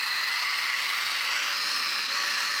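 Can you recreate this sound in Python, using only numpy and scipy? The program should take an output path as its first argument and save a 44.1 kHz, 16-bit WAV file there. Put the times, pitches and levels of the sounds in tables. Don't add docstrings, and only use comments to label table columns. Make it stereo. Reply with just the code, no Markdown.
import sys
import numpy as np
from scipy import signal
from scipy.fft import rfft, irfft, next_fast_len
from scipy.io import wavfile
from scipy.ndimage import uniform_filter1d, map_coordinates

SR = 44100
rng = np.random.default_rng(int(sys.argv[2]) if len(sys.argv) > 2 else 0)


def pcm_store(signal):
    levels = np.round(np.clip(np.atleast_2d(signal), -1, 1) * 32767)
    wavfile.write(sys.argv[1], SR, levels.astype(np.int16).T)


N = 114660


def amp(db):
    return 10 ** (np.asarray(db) / 20)


def unit(x):
    return x / np.sqrt(np.mean(x ** 2) + 1e-20)


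def along(points, hz):
    f, value = np.transpose(points)
    return np.interp(np.log(hz + 1), np.log(f + 1), value)


def curves(rows, t=None):
    if t is None:
        t = np.arange(N) / SR
    s, *columns = np.transpose(rows)
    return [np.interp(t, s, column) for column in columns]


def wobble(rate):
    return map_coordinates(rng.standard_normal(N // 16), [np.arange(N) * rate / SR])


def filtered(x, response):
    m = next_fast_len(N + SR // 2)
    hz = np.fft.rfftfreq(m, 1 / SR)
    return irfft(rfft(x, m) * response(hz), m)[..., :N]


# f/Hz, level/dB
LOUDER_LEFT = [(60, 8), (200, 7.5), (1000, 7.5), (2400, 10), (3400, 12.5), (4200, 11), (5800, 13)]


def balance(hz):
    left_and_right_share = np.array([[.25], [-.75]])
    return amp(along(LOUDER_LEFT, hz) * left_and_right_share)


# f/Hz, coherence 0-1
ALIKE = [(60, .99), (200, 1.), (2800, .997), (5000, .92), (6200, .5), (8200, .35), (10800, .4),
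         (14800, .84)]
# f/Hz, phase/rad
LEAD = [(3000, 0), (3960, -.6), (5900, -.1), (7000, -2.4), (8800, -8), (9800, -9.7), (11600, -12.6),
        (15000, -12.3)]


def ports(pair):
    def alike(hz):
        return np.clip(along(ALIKE, hz), 0, 1)
    shared = filtered(pair[0], lambda hz: alike(hz) * np.exp(-1j * along(LEAD, hz)))
    own = filtered(pair[1], lambda hz: np.sqrt(1 - alike(hz) ** 2))
    return np.array([pair[0], shared + own])


# t/s, level/dB
WIND = [(0, -57), (.1, -63.5), (.9, -61.5), (1.3, -60), (1.55, -58.5), (1.7, -53.5), (1.91, -53.5),
        (2.05, -54.5), (2.6, -56)]
# f/Hz, level/dB per Hz
RUMBLE = [(15, -75), (25, -82), (155, -9), (275, -4.5), (530, -7.5), (576, -7), (700, -23), (910, -33),
          (1540, -120)]


def wind():
    air = filtered(rng.standard_normal((2, N)), lambda hz: amp(along(RUMBLE, hz) - 60 * (hz > 900)))
    return unit(air) * amp(curves(WIND)[0] + 0.98 * wobble(12.2))


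# t/s, strands crossed a second/Hz
SPEED = [(0, 562), (.12, 566), (.29, 538), (.5, 575), (.72, 560), (.87, 578), (1.13, 570), (1.3, 555),
         (1.44, 594), (1.6, 572), (1.72, 582), (1.86, 582), (2.06, 550), (2.18, 577), (2.32, 576),
         (2.42, 566), (2.51, 582), (2.6, 577)]
# t/s, tone level/dB, octave level/dB
STRANDS = [(0, -69, -62), (.33, -65, -52), (.5, -67, -41), (.6, -66, -48), (.8, -61.5, -44),
           (1.15, -64, -50), (1.27, -56, -46), (1.46, -53, -55), (1.62, -57.5, -49), (1.76, -58.5, -40),
           (1.9, -70, -47), (1.98, -53.5, -46), (2.05, -64, -54), (2.12, -50, -46), (2.19, -55.5, -37.5),
           (2.26, -51, -45), (2.36, -56, -42.5), (2.6, -60, -45)]
# order, level/dB against the strand tone
LAY_ORDERS = [
    (3, -11.5),
    (5, -8.5),
]
STRAND_COUNT = 6
STRAND_JITTER, STRAND_WANDER = .011, .004
STRAND_FLUTTER_DB = 2.2


def strands():
    rate, = curves(SPEED)
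    low_db, high_db = curves(STRANDS)
    unsteady = 1 + STRAND_JITTER * wobble(45) + STRAND_WANDER * wobble(14)
    phase = 2 * np.pi * np.cumsum(rate * unsteady) / SR
    tones = [(1, low_db), (2, high_db)]
    tones += [(order / STRAND_COUNT, low_db + db) for order, db in LAY_ORDERS]
    total = 0
    for k, db in tones:
        total = total + amp(db + STRAND_FLUTTER_DB * wobble(39.97)) * np.sin(k * phase)
    return np.sqrt(2) * total


WHEELBASE = 4.605
REPEAT, REPEAT_TOP_HZ = .36, 3600


def tandem(rough):
    later = np.arange(N) - WHEELBASE * SR / curves(SPEED)[0]
    again = np.array([map_coordinates(x, [later], mode='wrap') for x in rough])
    return rough + filtered(again, lambda hz: REPEAT / (1 + (hz / REPEAT_TOP_HZ) ** 4))


# random points a second/Hz, level/dB
GRIT_DB = [(69.8, 0.55), (24.8, -0.1), (180.3, 0.27), (608, 1.16)]
# t/s, half length/s, level/dB
LIFTS = [
    (1.235, .008, -2.5),
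    (2.079, .01, -3.2),
]
WHEEL_HZ, WHEEL_DEPTH = 80, .055
LAY_DEPTH = 0.024


def rolling_contact():
    s = np.arange(N) / SR
    grit_db = sum(db * wobble(rate) for rate, db in GRIT_DB)
    wheel = np.sin(2 * np.pi * WHEEL_HZ * s + 0.95 * wobble(8.28))
    lay = np.sin(2 * np.pi * np.cumsum(curves(SPEED)[0]) / SR / STRAND_COUNT)
    turn = 1 + WHEEL_DEPTH * wheel + LAY_DEPTH * lay
    return ports(tandem(rng.standard_normal((2, N)) * amp(grit_db) * turn))


SKIRT = 1.35


def rings(peaks, f):
    total = 0
    for centre, width, db in peaks:
        damping = (f * width) ** 2
        total = total + amp(2 * db) * (damping / ((centre ** 2 - f ** 2) ** 2 + damping)) ** SKIRT
    return total


# f/Hz, width/Hz, level/dB
FRAME_AWAY = [(1080, 530, -11), (1820, 81, 1.5), (1990, 154, 6), (2580, 210, 0.5), (4170, 300, 3),
              (4650, 300, -13), (4870, 220, -5), (5750, 360, -18)]
FRAME_SWINGING = [(1170, 800, -9), (1870, 96, -1), (2005, 164, 5.5), (2760, 410, -2.5), (4210, 380, -1.5),
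                  (4650, 340, -7), (4980, 320, -5), (5850, 530, -15)]
FRAME_ASIDE = [(1140, 1100, -10), (1940, 93, -2), (2040, 250, 5), (2700, 670, -4.5), (4160, 420, -2),
               (4500, 390, -5.5), (5140, 360, -7), (5650, 430, -15.5)]
FRAME_SQUARE = [(1400, 670, -9), (1910, 150, -2), (2090, 260, 2.5), (2720, 650, -5), (3850, 380, -3),
                (4580, 370, -1.5), (5200, 360, -8), (5700, 400, -16)]
FRAME_ACROSS = [(1430, 330, -4), (1940, 220, -6), (2110, 340, -2.5), (2740, 490, -2), (4050, 310, -9.5),
                (4610, 420, -4.5), (5370, 360, -8.5), (5700, 370, -13.5)]
FRAME_FACING = [(1260, 210, -3.5), (1793, 190, 1), (2400, 390, -3), (2695, 410, -3), (4150, 296, 3),
                (5070, 380, 1), (5420, 270, -9.5), (6300, 710, -21)]
FRAME_PAST = [(1310, 400, -7), (1813, 210, 4.5), (2520, 410, -2.5), (2840, 380, -5.5), (4225, 370, 2.5),
              (5180, 400, -3.5), (5740, 420, -6.5), (6500, 1100, -15)]
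FRAME_BEHIND = [(1300, 300, -5), (1820, 220, 3), (2450, 380, -4), (2800, 380, -7), (4220, 340, 3.5),
                (5150, 330, 0), (5600, 380, -7), (6300, 900, -17)]
# f/Hz, level/dB per Hz
ROLL = [(150, -42), (300, -24.5), (640, -16), (1200, 3.5), (3400, -7.5), (4600, -7), (7000, -46),
        (16500, -58)]
ROLL_DB = -7.5


def frame_gain(hz, f, twist):
    sides = np.array([FRAME_AWAY, FRAME_SWINGING, FRAME_ASIDE, FRAME_SQUARE,
                      FRAME_ACROSS, FRAME_FACING, FRAME_PAST, FRAME_BEHIND])
    distance = abs(np.clip(twist, 0, len(sides) - 1) - np.arange(len(sides))[:, None])
    share = np.clip(1 - distance, 0, 1)
    ringing = rings(np.einsum('smk,st->mkt', sides, share), f)
    roll_db = along(ROLL, hz)
    low_cut = amp(np.minimum(2 * roll_db, 0) * (hz < 1000))
    power = ringing * low_cut[:, None] + amp(2 * (roll_db + ROLL_DB))[:, None]
    at_ports = balance(hz) / (1 + (130 / (hz + 1)) ** 4)
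    return np.sqrt(power / np.mean(power, 0)) * at_ports[..., None]


# f/Hz, level/dB per Hz
HISS_LEFT = [(4500, -40), (6800, -20.5), (8300, -26.5), (9500, -23), (10600, -36), (13800, -30),
             (14800, -31), (16500, -27.5)]
HISS_RIGHT = [(4500, -46.5), (6800, -24.5), (7900, -24), (9700, -20), (10600, -29.5), (12000, -22),
              (13500, -31), (14800, -18)]
HISS_DB = 10
SHADE_DB, SHADE_HZ = -0.9, 12500


def hiss_db(hz, f, twist, bright_db):
    colour_db = np.array([along(HISS_LEFT, hz), along(HISS_RIGHT, hz)])[..., None]
    shade_db = SHADE_DB * twist / (1 + (SHADE_HZ / (f + 1)) ** 8)
    return colour_db + HISS_DB + bright_db + shade_db


# t/s, rolling level/dB, twist 0-7, resonance stretch (ratio), brightness level/dB
RIDE = [(0, -28, 0, 1.005, 1.5), (.2, -27.5, 0.1, 0.98, 1), (.42, -27.5, 1, 1.023, 0),
        (.6, -27.5, 1.4, 0.999, 0), (.78, -27.5, 2, 1.01, -1), (1.05, -28, 3, 0.99, 3.5),
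        (1.2, -28, 3.5, 0.97, 2), (1.33, -27, 4, 1.014, -1), (1.48, -28, 4, 1.03, 3.5),
        (1.58, -28, 5, 1.004, 1.5), (1.72, -27.5, 5, 1.02, 3.5), (1.95, -28, 5, 0.99, 1),
        (2.07, -28.5, 5.2, 0.99, -1.5), (2.17, -27.5, 6, 1.02, 0), (2.35, -27, 6, 0.98, 1),
        (2.47, -28, 6, 1.015, 1.5), (2.54, -28, 7.5, 1, 1), (2.6, -27.5, 6.5, 0.98, 1)]
# random points a second/Hz, level/dB
HISS_GRIT_DB = [(22, 0.4), (45, 0.7)]
STEADY, STEADY_S = .7, .045


def trolley(patchy_db=0.83, hiss_patchy_db=2.5):
    hz, t, z = signal.stft(rolling_contact(), SR, nperseg=1024)
    _, twist, stretch, bright_db = curves(RIDE, t)
    f = hz[:, None] / np.clip(stretch, .8, 1.2)
    patches = uniform_filter1d(rng.standard_normal(z.shape[1:]), 14, 0)
    patches = unit(uniform_filter1d(patches, 10, 1))
    body = frame_gain(hz, f, twist) * amp(patchy_db * patches)
    hiss = amp(hiss_db(hz, f, twist, bright_db) + hiss_patchy_db * patches)
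    ring = signal.istft(z * body, SR, nperseg=1024)[1][:, :N]
    air = signal.istft(z * hiss, SR, nperseg=1024)[1][:, :N]
    air = air * amp(sum(db * wobble(rate) for rate, db in HISS_GRIT_DB))
    swell = np.abs(uniform_filter1d(ring[0] ** 2, round(STEADY_S * SR))) ** (STEADY / 2)
    s = np.arange(N) / SR
    lift_db = sum(db * np.exp(-((s - at) / half) ** 4) for at, half, db in LIFTS)
    return unit((ring + air) / swell) * amp(curves(RIDE)[0] + lift_db + 0.84)


def scene():
    return filtered(ports(wind()) + strands(), balance) + trolley()


CEILING, KNEE = 0.37, 2.43
LEFT_TOP_HZ, RIGHT_TOP_HZ = 16520, 15060


def record(dry):
    soft = dry / (1 + abs(dry / CEILING) ** KNEE) ** (1 / KNEE)
    top_hz = np.array([[LEFT_TOP_HZ], [RIGHT_TOP_HZ]])
    return filtered(soft, lambda hz: (hz < top_hz) / (1 + (40 / (hz + 1)) ** 2))


dry = scene()
out = record(dry)
pcm_store(out)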